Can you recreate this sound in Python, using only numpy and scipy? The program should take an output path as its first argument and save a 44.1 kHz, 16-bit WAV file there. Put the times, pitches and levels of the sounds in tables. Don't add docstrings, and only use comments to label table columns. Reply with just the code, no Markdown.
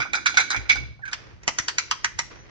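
import sys
import numpy as np
from scipy import signal
from scipy.fft import rfft, irfft, next_fast_len
from scipy.io import wavfile
from scipy.ndimage import map_coordinates

SR = 44100
rng = np.random.default_rng(int(sys.argv[2]) if len(sys.argv) > 2 else 0)


def to_wav(sig):
    pcm = np.clip(np.atleast_2d(sig), -1, 1) * 32767
    pcm = np.round(pcm).astype(np.int16)
    wavfile.write(sys.argv[1], SR, pcm.T)


N = 110250

# (time [s], treble [dB], body [dB], low ring [dB], middle ring [dB])
RATTLE_CONTACTS = [(0.0014, -17, -37, -18, -20.5), (0.0172, -20, -43, -25.5, -19),
                   (0.0514, -37, -38, -27, -41.5), (0.1321, -9.5, -35.5, -38.5, -19.5),
                   (0.1364, -19.5, -51, -17, -52), (0.1424, -52, -50, -16.5, -29),
                   (0.1506, -7, -31.5, -26.5, -46), (0.1717, -36, -43.5, -32.5, -27),
                   (0.2585, -8.5, -41.5, -16.5, -13.5), (0.2648, -2, -39, -23.5, -22),
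                   (0.2795, -34.5, -47.5, -22, -22), (0.2945, -20.5, -39.5, -23.5, -36),
                   (0.3421, -20, -38, -31.5, -31.5), (0.3705, 0.5, -30.5, -15, -12),
                   (0.3798, -14, -30, -29.5, -17), (0.3944, -20, -28, -27.5, -24.5),
                   (0.4014, -7, -32.5, -19, -22), (0.4104, -43.5, -49.5, -38, -24),
                   (0.5027, -5.5, -36.5, -19.5, -24.5), (0.5135, -11, -33.5, -34, -32.5),
                   (0.5296, -27, -54, -20, -22.5), (0.5444, -26, -31, -30, -28),
                   (0.5621, -18.5, -37, -41, -24), (0.603, -46, -46, -45.5, -47),
                   (0.6542, -51, -54, -44, -33.5), (0.6924, -12.5, -56, -31.5, -13.5),
                   (0.6962, -4.5, -33, -25, -10), (0.7034, -16, -55, -39, -19.5),
                   (0.7100, -21.5, -39.5, -42, -13), (0.7174, -10.5, -54, -31, -21),
                   (0.7536, -17, -37.5, -26.5, -49.5), (0.7644, -29.5, -44.5, -37, -40.5),
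                   (0.9911, -60, -49, -54.5, -82), (1.053, -34, -57.5, -54, -37),
                   (1.0775, -31, -48, -49, -40), (1.1125, -28.5, -52.5, -47, -49),
                   (1.123, -34, -48, -34, -39)]
# (time [s], treble [dB], body [dB], low ring [dB], middle ring [dB], upper ring [dB])
CLICK_CONTACTS = [(1.1303, -26, -60, -28.5, -27, -21), (1.4324, -42.5, -59.5, -48.5, -50.5, -50.5),
                  (1.4778, -13.5, -37.5, -18, -22.5, -21.5), (1.5854, -16, -50, -17, -24, -22),
                  (1.6822, -15.5, -52, -21.5, -24.5, -19), (1.7827, -14.5, -56, -18.5, -21.5, -19.5),
                  (1.9109, -18, -47.5, -13, -24.5, -19.5), (2.0446, -14.5, -50, -16.5, -17.5, -24.5),
                  (2.1893, -15.5, -45, -20.5, -22, -21), (2.309, -62, -65.5, -41, -44.5, -57)]
# (frequency [Hz], width [Hz], relative level [dB])
LOADED_MODES = [(820, 40, -9), (1470, 48, 5), (2305, 48, 4), (3520, 50, -2), (4000, 80, -6), (4900, 60, -2),
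                (5940, 50, -4), (6280, 12, 1)]
FREE_MODES = [(965, 45, -4), (1280, 60, 0), (1880, 55, -2), (2220, 50, -4), (3400, 70, -2), (4300, 80, -2),
              (4900, 60, -2), (6280, 25, -2)]
# (frequency [Hz], relative level [dB])
RATTLE_CRACK = [(150, -47), (400, -13.5), (1400, -6.5), (3000, -10.5), (6500, -9), (9000, -23.5)]
CLICK_CRACK = [(40, -38.5), (90, -23.5), (500, -18), (1300, -2.5), (4000, 11.5), (6200, 5), (9000, -20)]
# (frequency [Hz], added level [dB])
RATTLE_TONE = [(850, 29), (1450, 19), (2300, 17.5), (4000, 4.5)]
CLICK_TONE = [(400, 51.5), (1200, 20), (2200, 21), (3800, 2), (6000, 12.5)]
# (time [s], pitch [Hz], level [dB])
SQUEAK_TRACK = [(1.02, 1770, -57), (1.027, 1735, -41.5), (1.046, 1647, -38.5), (1.082, 1626, -36),
                (1.097, 1440, -43), (1.115, 1395, -56.5)]
SQUEAL_TRACK = [(2.33, 5800, -75), (2.36, 5880, -59), (2.436, 6090, -58), (2.46, 6100, -75)]
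# (time [s], deep mode [dB], upper mode [dB], grinding [dB])
SHUDDER_LEVELS = [(0, -43.5, -31, -40), (0.081, -60.5, -83.5, -52.5), (.4, -63, -46, -48.5),
                  (.53, -74, -55.5, -51), (.58, -35, -29.5, -40.5), (0.641, -36, -54, -61),
                  (.72, -46, -41, -47.5), (.77, -35.5, -42, -41), (.82, -35, -34, -51),
                  (0.922, -42, -41.5, -59), (.98, -78.5, -48.5, -73), (1.099, -56, -54, -73)]
# (frequency [Hz], relative waver [1])
FLOOR_MODES = [(66, 0.06), (115, 0.07)]
# (time [s], level [dB])
SCRAPE_LEVELS = [(.85, -50.5), (1.0, -61), (1.06, -54.5), (1.2, -49), (1.33, -52), (1.4, -58.5),
                 (1.46, -51.5), (2.0, -51), (2.29, -55.5), (2.32, -46), (2.42, -54), (2.5, -54)]
# (frequency [Hz], relative level [dB])
SCRAPE_COLOUR = [(100, -39), (300, 2), (820, -7), (2000, -5), (3500, -16), (6200, -18), (8700, -54.5)]
AIR_COLOUR = [(20, -39), (40, 0), (62, -1.5), (110, -1), (200, -9.5), (450, -36.5), (900, -57.5)]
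# (frequency [Hz], left lead [rad])
PULL_PHASE = [(260, 1.9), (1120, 1.0), (1640, -2.7), (2760, -3.5), (3360, -7.1), (4650, -5.9),
              (7320, -11.3), (7580, -10.4), (8440, -15.5)]
BACK_PHASE = [(260, 1.8), (1030, 1.4), (1810, -1.8), (3880, -6.4), (4390, -6.5), (5600, -1.7), (6030, -1.9),
              (7840, -7.9), (8440, -7.9)]
# (frequency [Hz], left minus right [dB])
PULL_SIDE = [(60, 1.5), (140, -4.5), (400, .5), (900, -1), (1500, -8), (2800, -3.5), (5000, 2.5)]
BACK_SIDE = [(60, 1), (160, -3), (400, 0), (1600, -3), (2800, -1.5), (4800, 2.5)]
# (frequency [Hz], time to -60 dB [s])
NEAR_T60 = [(500, 0.056), (4000, 0.081), (9000, 0.027)]
HALL_T60 = [(500, 0.17), (4000, 0.51), (9000, 0.25)]
# (frequency [Hz], gain [dB])
MICROPHONE = [(6500, -1.48), (8400, -2.5), (9200, -10), (11500, -21.5), (16000, -76)]

TOP_HZ = 16000
AIR_DB = -49
GRIND_HZ, GRIND_WIDTH_HZ = 260, 197
LAG_SCATTER_S = 25e-6
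SWELL_DB, SWELL_S = -27, .0035
THUMP_TIME_S, THUMP_DB, THUMP_LENGTH_S = 1.6, -28.5, .0012


def amp(db):
    return 10 ** (np.asarray(db) / 20)


def unit(x):
    return x / np.sqrt(np.mean(x ** 2) + 1e-20)


def along(points, hz):
    f, v = np.transpose(points)
    return np.interp(np.log(hz + 30), np.log(f + 30), v)


def curves(rows):
    s, *cols = np.transpose(rows)
    return [np.interp(np.arange(N) / SR, s, c) for c in cols]


def wobble(rate_hz):
    knots = rng.standard_normal(int(N * rate_hz / SR) + 4)
    return map_coordinates(knots, [np.arange(N) * rate_hz / SR])


def filtered(x, response):
    m = next_fast_len(N + SR // 2)
    return irfft(rfft(x, m) * response(np.fft.rfftfreq(m, 1 / SR)), m)[..., :N]


def resonance(f, hz, width_hz):
    return 1j * f * width_hz / (hz * hz - f * f + 1j * f * width_hz)


def ports(x, phase, side):
    half = np.array([[.5], [-.5]])
    return filtered(x, lambda f: amp(half * along(side, f)) * np.exp(1j * half * along(phase, f)))


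def tail(x, t60, delay_s, size):
    delay = round(delay_s * SR)
    hz, t, z = signal.stft(np.pad(x, (delay, 0)), SR, nperseg=size)
    linger = amp(-60 * t / along(t60, hz)[:, None]) ** 2
    kernel = linger / linger.sum(1).mean()
    power = np.abs(signal.fftconvolve(np.abs(z) ** 2, kernel, axes=1)[:, :len(t)])
    noise = signal.stft(rng.standard_normal(N + delay), SR, nperseg=size)[2]
    return signal.istft(noise / np.abs(noise).mean() * np.sqrt(power), SR, nperseg=size)[1][:N]


def in_room(x, phase, side, near_db, hall_db, apart_db):
    mono = np.atleast_2d(x).mean(0)

    def wet():
        near = amp(near_db) * tail(mono, NEAR_T60, .006, size=256)
        hall = amp(hall_db) * tail(mono, HALL_T60, .024, size=1024)
        return near + hall

    shared = wet()
    separate = np.array([wet(), wet()])
    return ports(x + shared + amp(apart_db) * separate, phase, side)


def bed(colour, apart_db):
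    x = rng.standard_normal(N) + amp(apart_db) * rng.standard_normal((2, N))
    coloured = filtered(x, lambda f: amp(along(colour, f)))
    return unit(ports(coloured, BACK_PHASE, BACK_SIDE))


def air():
    return amp(AIR_DB + 2 * wobble(9)) * bed(AIR_COLOUR, apart_db=-3)


def scrape():
    db, = curves(SCRAPE_LEVELS)
    grain_db = 2 * wobble(5.1) + 2 * wobble(370)
    return amp(db + grain_db) * bed(SCRAPE_COLOUR, apart_db=12.5)


def shudder():
    fade = np.clip((SHUDDER_LEVELS[-1][0] - np.arange(N) / SR) / 0.023, 0, 1)
    parts = []
    for hz, waver in FLOOR_MODES:
        turn = 2 * np.pi * np.cumsum(hz * (1 + waver * wobble(hz / 3))) / SR
        parts.append(np.sin(turn) * amp(2.5 * wobble(hz / 4)))
    noise = rng.standard_normal(N)
    grind = filtered(noise, lambda f: resonance(f, GRIND_HZ, GRIND_WIDTH_HZ) ** 2)
    parts.append(unit(grind))
    x = sum(amp(db) * part for db, part in zip(curves(SHUDDER_LEVELS), parts))
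    return ports(fade * x, PULL_PHASE, PULL_SIDE)


def thump():
    u = np.maximum(np.arange(N) / SR - THUMP_TIME_S, 0) / THUMP_LENGTH_S
    push = u * (2 - u) * np.exp(1 - u)
    return ports(amp(THUMP_DB) * push, BACK_PHASE, BACK_SIDE)


def whistle(rows, rough_db, drift):
    hz, db = curves(rows)
    t = np.arange(N) / SR
    turn = 2 * np.pi * np.cumsum(hz * (1 + drift * wobble(110))) / SR
    on = (t > rows[0][0]) & (t < rows[-1][0])
    return on * amp(db + rough_db * wobble(120)) * np.sqrt(2) * np.sin(turn)


def pivot():
    squeal = whistle(SQUEAL_TRACK, rough_db=2.5, drift=0.003)
    squeak = whistle(SQUEAK_TRACK, rough_db=-6.0, drift=0.033)
    return in_room(squeak + squeal, PULL_PHASE, PULL_SIDE, near_db=-13, hall_db=-31, apart_db=-2.0)


def strikes(rows, modes, crack, tone, rise_s, fall_s, ring_db, scatter_db, detune):
    size, lead = 8192, 1024
    offset = np.arange(size) - lead
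    t, f = np.maximum(offset, 0) / SR, np.fft.rfftfreq(size, 1 / SR)
    shape = (1 - np.exp(-(t / rise_s) ** 2)) * np.exp(-t / fall_s)
    shape = shape + amp(SWELL_DB) * np.exp(-np.abs(offset) / SR / SWELL_S)
    grit = rng.standard_normal((len(rows), size))
    chance = rng.standard_normal((len(rows), len(modes) + 1, 2))
    even = np.linalg.norm(shape)
    out = np.zeros((2, N + size))
    for (s, treble_db, *lower_db), g, r in zip(rows, grit, chance):
        burst = rfft(g * shape)
        ring = 0
        for k, (mode_hz, width_hz, db) in enumerate(modes):
            hz = mode_hz * (1 + detune * r[k, 1])
            struck = even / max(np.interp(hz, f, np.abs(burst)), even / 2)
            level = amp(db + ring_db + scatter_db * r[k, 0])
            ring = ring + (-1) ** k * level * struck * resonance(f, hz, width_hz)
        bands_db = [*lower_db, treble_db]
        colour = along([(hz, db + add) for (hz, add), db in zip(tone, bands_db)], f)
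        lag = np.exp(1j * np.pi * LAG_SCATTER_S * r[-1, 0] * np.outer([1, -1], f))
        hit = irfft(burst * (ring + amp(along(crack, f))) * amp(colour) * lag)
        start = round(s * SR)
        out[:, start:start + size] += hit
    return out[:, lead:lead + N]


def back_stroke():
    x = strikes(CLICK_CONTACTS, FREE_MODES, CLICK_CRACK, CLICK_TONE,
                rise_s=.0014, fall_s=0.0032, ring_db=4, scatter_db=3, detune=.02)
    return in_room(x, BACK_PHASE, BACK_SIDE, near_db=-15, hall_db=-23.5, apart_db=7.0)


def pull():
    x = strikes(RATTLE_CONTACTS, LOADED_MODES, RATTLE_CRACK, RATTLE_TONE,
                rise_s=.0012, fall_s=.003, ring_db=9, scatter_db=2.5, detune=.012)
    return in_room(x, PULL_PHASE, PULL_SIDE, near_db=-10, hall_db=-17.5, apart_db=4.5)


def scene():
    strokes = pull() + back_stroke()
    return strokes + thump() + pivot() + shudder() + scrape() + air()


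def record(dry):
    return filtered(dry, lambda hz: amp(along(MICROPHONE, hz)) * (hz < TOP_HZ))


dry = scene()
out = record(dry)
to_wav(out)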